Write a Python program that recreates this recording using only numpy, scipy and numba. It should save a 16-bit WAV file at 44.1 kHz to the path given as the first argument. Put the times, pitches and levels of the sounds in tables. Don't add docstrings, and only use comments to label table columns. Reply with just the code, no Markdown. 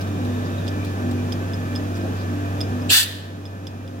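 import sys
import numpy as np
from scipy import signal
from scipy.fft import rfft, irfft, next_fast_len
from scipy.io import wavfile
from scipy.ndimage import uniform_filter1d, map_coordinates
from numba import njit

SR = 44100
rng = np.random.default_rng(int(sys.argv[2]) if len(sys.argv) > 2 else 0)


def put_to_file(sound):
    columns = np.atleast_2d(sound).T
    safe = np.clip(columns, -1, 1)
    whole_steps = np.round(safe * 32767)
    wavfile.write(sys.argv[1], SR, whole_steps.astype(np.int16))


N = 176400

# frequency in Hz, relative level in dB.
JET_COLOUR = [(200, -62.5), (800, -14), (1250, -10), (2200, -6), (3000, -1.5), (4800, 2.5), (5600, -5),
              (8500, -4), (10000, -3.5), (16000, -11.5)]
# centre in Hz, width in Hz, left boost in dB, right boost in dB.
JET_REFLECTION_PEAKS = [(1530, 64, 12, 12), (1767, 125, 14, 18), (2700, 110, 12, -2), (2884, 114, 0, 12.5),
                        (3360, 95, 4, 9.5), (3575, 170, 5, 10.5), (4150, 210, 7.5, -2), (4630, 120, 8.5, 1),
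                        (6100, 220, 7, -9), (7700, 430, 4, 6.5), (8100, 270, -1, 5), (11100, 220, 1, 6.5),
                        (11900, 140, 1, 10.5), (14600, 650, 8, 7)]
# delay in seconds, level in dB.
FRAME_ECHOES = [(.0031, -12), (.0074, -10.5), (0.0124, -14)]
# frequency in Hz, relative level in dB.
SQUEAK_COLOUR = [(1500, -45), (2300, -15), (2600, 7), (3000, 0), (4500, -5), (6000, -20), (7600, -2),
                 (12000, -41)]
# frequency in Hz, relative level in dB.
JET_SEND_COLOUR = [(300, -29), (1200, -10), (1750, 7), (2200, -4.5), (3400, 5.5), (4600, 1), (5600, -6.5),
                   (8000, -7), (16000, -9.5)]
# frequency in Hz, t60 in seconds.
HALL_DECAY = [(200, .9), (1700, 0.78), (4000, 0.7), (8000, 0.61), (15000, 0.53)]
# start in seconds, strike in dB, seating in dB,
# ring t60 in seconds, scrape in dB.
LINK_HITS = [(.6784, -32, -33, .02, -31), (1.3224, -25.5, -30, 0.023, -31), (1.5344, -32, -35, 0.054, -42),
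             (1.7534, -29.5, -25, .055, -42), (1.9525, -44, -38, 0.022, -42), (2.0094, -47, -45, .04, -52),
             (2.606, -24.5, -20.5, 0.051, -35), (2.8144, -43, -41, .05, -55),
             (3.4545, -26.5, -32, 0.046, -52), (3.6695, -21, -28, 0.024, -32),
             (3.8775, -28.5, -42, 0.013, -45)]
# pitch in Hz, dB when struck, dB when seating, share of the ring t60.
LINK_MODES = [(3457, -5.5, -43, 1), (3580, -11, -12, 0.61), (5070, -5.5, -1, 1), (4860, -35, -21, 0.97),
              (8300, -25, -14, 0.3), (11770, -29, -27, .5)]
# frequency in Hz, relative level in dB.
SCRAPE_COLOUR = [(2000, -25), (3400, 4), (4200, -16), (4900, 5), (5500, -1), (6300, -10), (8500, -14),
                 (14000, -27)]
# frequency in Hz, t60 in seconds.
CHAIN_DECAY = [(1000, 0.33), (5000, 0.14), (12000, .15)]
# multiple of the shaft speed, level in dB.
WHINE_HARMONICS = [(6, -36.5), (9, -50.5), (10, -52), (11, -50), (12, -50), (13, -50.5), (14, -47),
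                   (15, -56), (16, -50), (17, -53), (20, -52.5), (24, -52), (26, -64), (32, -47),
                   (36, -48.5), (49, -57), (51, -59), (52, -62.5), (54, -60.5)]
# time in seconds, level in dB before the trim.
GEAR_RIDE = [(0.0, -41.5), (0.15, -48), (0.21, -28.5), (0.83, -37), (0.94, -43), (1.05, -26.5),
             (1.36, -30.5), (1.48, -39), (2.08, -29.5), (2.17, -47), (2.35, -32.5), (2.52, -39),
             (2.75, -32), (2.85, -38.5)]
# time in seconds, level in dB before the trim.
RUMBLE_RIDE = [(0.0, -31), (0.14, -30.5), (0.25, -29), (0.92, -31.5), (1.05, -29.5), (1.61, -31.5),
               (1.82, -30.5), (2.0, -32.5), (2.06, -27.5), (2.14, -30), (2.43, -33), (2.51, -32.5),
               (2.58, -31), (2.85, -29.5)]
# frequency in Hz, relative level in dB.
RUMBLE_COLOUR = [(20, -34), (35, -30), (60, -8.5), (110, -4), (160, 1.5), (230, 1), (300, -3.5), (400, -5),
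                 (600, -9), (800, -15), (1200, -28.5), (3000, -50)]
# frequency in Hz, relative level in dB.
KNOCK_COLOUR = [(100, -14), (250, 8), (450, -20), (620, 6), (760, 0), (1000, -33), (3000, -48), (9000, -70)]
# start in seconds, level in dB, t60 in seconds, ring pitch in Hz.
RIGGING_TICKS = [(.01, -35.5, 0.094, 5550), (.0727, -39, 0.055, 3300), (.2493, -39, .04, 9500),
                 (0.847, -36, .06, 9600), (1.111, -38, .06, 8000), (1.9694, -40, 0.066, 8300)]
# frequency in Hz, relative level in dB.
TICK_COLOUR = [(1000, -11), (2400, 1), (3800, 7), (6000, -3), (9500, -6.5), (16000, -6)]
# peak time in seconds, half-length in seconds, level in dB,
# centre in Hz, width as a share of the centre.
CHAIN_RUBS = [(.4, 0.41, -53.5, 3670, .06), (.46, .015, -49, 4800, 0.22), (.589, 0.0084, -42, 3800, 0.024),
              (0.673, .006, -41, 4300, .3), (0.841, 0.045, -44, 2400, 0.049),
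              (0.88, .04, -50.5, 4200, 0.35), (1.19, 0.028, -46.5, 2420, 0.055),
              (2.2, 0.043, -47, 4270, 0.38), (2.47, .04, -49, 2460, .035)]
# frequency in Hz, relative level in dB.
HISS_COLOUR = [(100, 2.5), (700, -2.5), (1200, 4), (1450, 0.5), (1750, 1), (2100, -6.5), (2700, -5),
               (3700, -7), (4100, -11), (6800, -11.5), (7600, -18), (10000, -19.5), (12500, -18),
               (16000, -21.5)]
# frequency in Hz, left-right correlation (1 is mono).
STEREO_LIKENESS = [(30, 0.65), (100, 1), (280, 1), (550, 0.45), (1200, 0.27), (3000, 0.17), (12000, 0.12)]

OPEN_S, RISE_S, BLAST_DB = 2.892, 0.052, -1
SAG_AT_S, SAG_DB_PER_S, SHUT_AT_S, SHUT_DB_PER_S = 2.985, 212, 3.034, 600
SQUEAK_AT_S, SQUEAK_HALF_S, SQUEAK_DB = 2.907, 0.01, -14.5
JET_LEAD_S, SCATTER_DB, JET_WET_DB = 0.00015, 3, -15
SEAT_DELAY_S, SCRAPE_T60_S, CRACK_DB, CRACK_T60_S = 0.0069, 0.062, -24, 0.04
CHAIN_PAN_DB, CHAIN_WET_DB, ECHO_S, ECHO_DB = 3, -8, 0.018, -28
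STEEL_ATTACK_S, TIMBER_ATTACK_S = 0.00052, 0.004
SHAFT_HZ, SHAFT_DRIFT, HUM_DB, HUM_FLUTTER_DB = 48.54, 0.00308, -27, 0.57
WHINE_FLUTTER, FLUTTER_PER_S = 0.57, 11
GEAR_HZ, SIDEBAND_DB, GEAR_TRIM_DB, RUMBLE_TRIM_DB = 246.5, -9, -1.5, -0.5
BED_LEAD_S, BED_PAN_DB, HISS_DB = 0.00038, 0.22, -39.5
KNOCK_AT_S, KNOCK_DB, KNOCK_T60_S = 2.047, -22.5, 0.11
TICK_RING_DB, TICK_RING_WIDTH = 7.5, 0.13
THRESHOLD_DB, SQUEEZE, GRAB_S, LET_GO_S, LOOK_AHEAD_S = -13.5, 0.87, 0.0054, 0.1, 0.0024
HELD_SHARE, RECOVER_DB_PER_S, PEAK_CEILING, TOP_HZ = 0.74, 1, 0.88, 15900


def air_release():
    def colour(hz):
        boost_db = sum(np.array([[left], [right]]) * bell(hz - centre, width)
                       for centre, width, left, right in JET_REFLECTION_PEAKS)
        return amp(along(JET_COLOUR, hz) + boost_db)

    air = left_first(rng.standard_normal(N), JET_LEAD_S) + amp(SCATTER_DB) * rng.standard_normal((2, N))
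    air = filtered(air, lambda hz: 1 + sum(amp(db) * delay(hz, s) for s, db in FRAME_ECHOES))
    flow = valve_flow()
    jet = amp(0.68 * wobble(110)) * flow * unit(filtered(air, colour))
    squeak = amp(SQUEAK_DB) * bell(clock() - SQUEAK_AT_S, SQUEAK_HALF_S) * noise(SQUEAK_COLOUR)
    return jet + squeak + amp(JET_WET_DB) * reverb(flow * noise(JET_SEND_COLOUR), HALL_DECAY)


def valve_flow():
    t = clock()
    opening = np.clip((t - OPEN_S) / RISE_S, 0, 1) ** 1.67
    drop_db = SAG_DB_PER_S * np.maximum(t - SAG_AT_S, 0) + SHUT_DB_PER_S * np.maximum(t - SHUT_AT_S, 0)
    return opening * amp(BLAST_DB - drop_db)


def chain():
    clicks, t = np.zeros(N + SR), np.arange(SR // 5) / SR
    for start, strike_db, seat_db, t60, _ in LINK_HITS:
        for hit, db in enumerate((strike_db, seat_db)):
            ring = 0
            for hz, *mode_db, life in LINK_MODES:
                pitch = hz * (1 + rng.normal(0, 0.00092))
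                ring += amp(mode_db[hit] - 60 * t / (t60 * life)) * np.sin(2 * np.pi * pitch * t)
            bright_noise = unit(np.diff(rng.standard_normal(len(t) + 1)))
            crack = amp(CRACK_DB - 60 * t / CRACK_T60_S) * bright_noise
            clicks[round((start + hit * SEAT_DELAY_S) * SR):][:len(t)] += amp(db) * (ring + crack)
    scrapes = sum(amp(db) * blow(start, SCRAPE_T60_S, STEEL_ATTACK_S) for start, *_, db in LINK_HITS)
    direct = pan(clicks[:N] + scrapes * noise(SCRAPE_COLOUR), CHAIN_PAN_DB)
    slap = filtered(direct, lambda hz: amp(ECHO_DB) * delay(hz, ECHO_S))
    return direct + slap + amp(CHAIN_WET_DB) * reverb(clicks[:N], CHAIN_DECAY)


def motor():
    phase_per_hz = 2 * np.pi * np.cumsum(1 + SHAFT_DRIFT * wobble(4)) / SR
    tone = lambda hz: np.sqrt(2) * np.exp(1j * (hz * phase_per_hz + rng.uniform(0, 2 * np.pi)))
    flutter = lambda: unit(1 + WHINE_FLUTTER * (wobble(FLUTTER_PER_S) + 1j * wobble(FLUTTER_PER_S)))
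    hum = amp(HUM_DB + HUM_FLUTTER_DB * wobble(7.35)) * tone(2 * SHAFT_HZ)
    whine = sum(amp(db) * tone(order * SHAFT_HZ) * flutter() for order, db in WHINE_HARMONICS)
    gear = tone(GEAR_HZ) * amp(2.6 * wobble(6.3))
    sideband = amp(SIDEBAND_DB) * tone(GEAR_HZ + 2 * SHAFT_HZ) * flutter()
    return (hum + whine + amp(GEAR_TRIM_DB) * fader(GEAR_RIDE) * (gear + sideband)).real


def gearbox():
    return amp(RUMBLE_TRIM_DB) * fader(RUMBLE_RIDE) * noise(RUMBLE_COLOUR)


def rigging():
    out = amp(KNOCK_DB) * blow(KNOCK_AT_S, KNOCK_T60_S, TIMBER_ATTACK_S) * noise(KNOCK_COLOUR)
    for start, db, t60, ring_hz in RIGGING_TICKS:
        ring_db = lambda hz: TICK_RING_DB * bell(hz / ring_hz - 1, TICK_RING_WIDTH)
        tick = wide_noise(lambda hz: amp(along(TICK_COLOUR, hz) + ring_db(hz)))
        out += amp(db) * blow(start, t60, STEEL_ATTACK_S) * tick
    return out


def chain_rubs():
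    band = lambda centre, width: wide_noise(lambda hz: bell(hz / centre - 1, width))
    return sum(amp(db) * bell(clock() - peak, half) * band(centre, width)
               for peak, half, db, centre, width in CHAIN_RUBS)


def hall_hiss():
    return amp(HISS_DB + 0.18 * wobble(6.34)) * noise(HISS_COLOUR)


def amp(db):
    return 10 ** (np.asarray(db) / 20)


def unit(x):
    return x / np.sqrt(np.mean(np.abs(x) ** 2) + 1e-20)


def along(points, hz):
    freqs, values = np.transpose(points)
    return np.interp(np.log(hz + 1), np.log(freqs + 1), values)


def clock():
    return np.arange(N) / SR


def bell(offset, width):
    return np.exp(-(offset / width) ** 2)


def blow(start, t60, attack):
    t = np.maximum(clock() - start, 0)
    return (1 - bell(t, attack)) * amp(-60 * t / t60)


def fader(ride):
    times, db = np.transpose(ride)
    return amp(np.interp(clock(), times, db, right=db.mean()))


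def wobble(rate):
    return map_coordinates(rng.standard_normal(512), [clock() * rate], mode="wrap")


def filtered(x, response):
    size = next_fast_len(N + SR // 2)
    return irfft(rfft(x, size) * response(np.fft.rfftfreq(size, 1 / SR)), size)[..., :N]


def delay(hz, seconds):
    return np.exp(-2j * np.pi * hz * seconds)


def left_first(x, seconds):
    return filtered(x, lambda hz: delay(hz, seconds * np.array([[-0.5], [0.5]])))


def pan(x, db):
    return x * amp(db * np.array([[-1], [1]]))


def noise(colour):
    def mid_side(hz):
        angle = np.arccos(np.clip(along(STEREO_LIKENESS, hz), -1, 1)) / 2
        return amp(along(colour, hz)) * [np.cos(angle), np.sin(angle)]

    mid, side = filtered(rng.standard_normal((2, N)), mid_side)
    return unit(np.array([mid + side, mid - side]))


def wide_noise(response):
    return unit(filtered(rng.standard_normal((2, N)), response))


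def reverb(x, t60s):
    hz, t, spectrum = signal.stft(rng.standard_normal((2, SR)), SR, nperseg=256)
    tail = signal.istft(spectrum * amp(-60 * t / along(t60s, hz)[:, None]), SR, nperseg=256)[1]
    return signal.fftconvolve(np.atleast_2d(x), tail / np.linalg.norm(tail[0]), axes=1)[:, :N]


@njit
def ducking(excess, grab, let_go, held_share, recover):
    out, quick, held = np.zeros(len(excess)), 0.0, 0.0
    for i in range(len(excess)):
        quick += (excess[i] - quick) / (grab if excess[i] > quick else let_go)
        held = max(held - recover, held_share * quick, 0.0)
        out[i] = max(quick, held)
    return out


def scene():
    bed = pan(left_first(gearbox() + hall_hiss() + motor(), BED_LEAD_S), BED_PAN_DB)
    return bed + chain() + chain_rubs() + rigging() + air_release()


def record(dry):
    power = np.abs(uniform_filter1d(np.mean(dry ** 2, axis=0), size=256))
    excess_db = SQUEEZE * np.maximum(10 * np.log10(power + 1e-12) - THRESHOLD_DB, 0)
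    duck_db = ducking(excess_db, GRAB_S * SR, LET_GO_S * SR, HELD_SHARE, RECOVER_DB_PER_S / SR)
    ducked = dry * amp(-np.interp(clock() + LOOK_AHEAD_S, clock(), duck_db))
    rounded = ducked / (1 + np.abs(ducked / PEAK_CEILING) ** 6) ** (1 / 6)
    return filtered(rounded, lambda hz: hz < TOP_HZ)


dry = scene()
out = record(dry)
put_to_file(out)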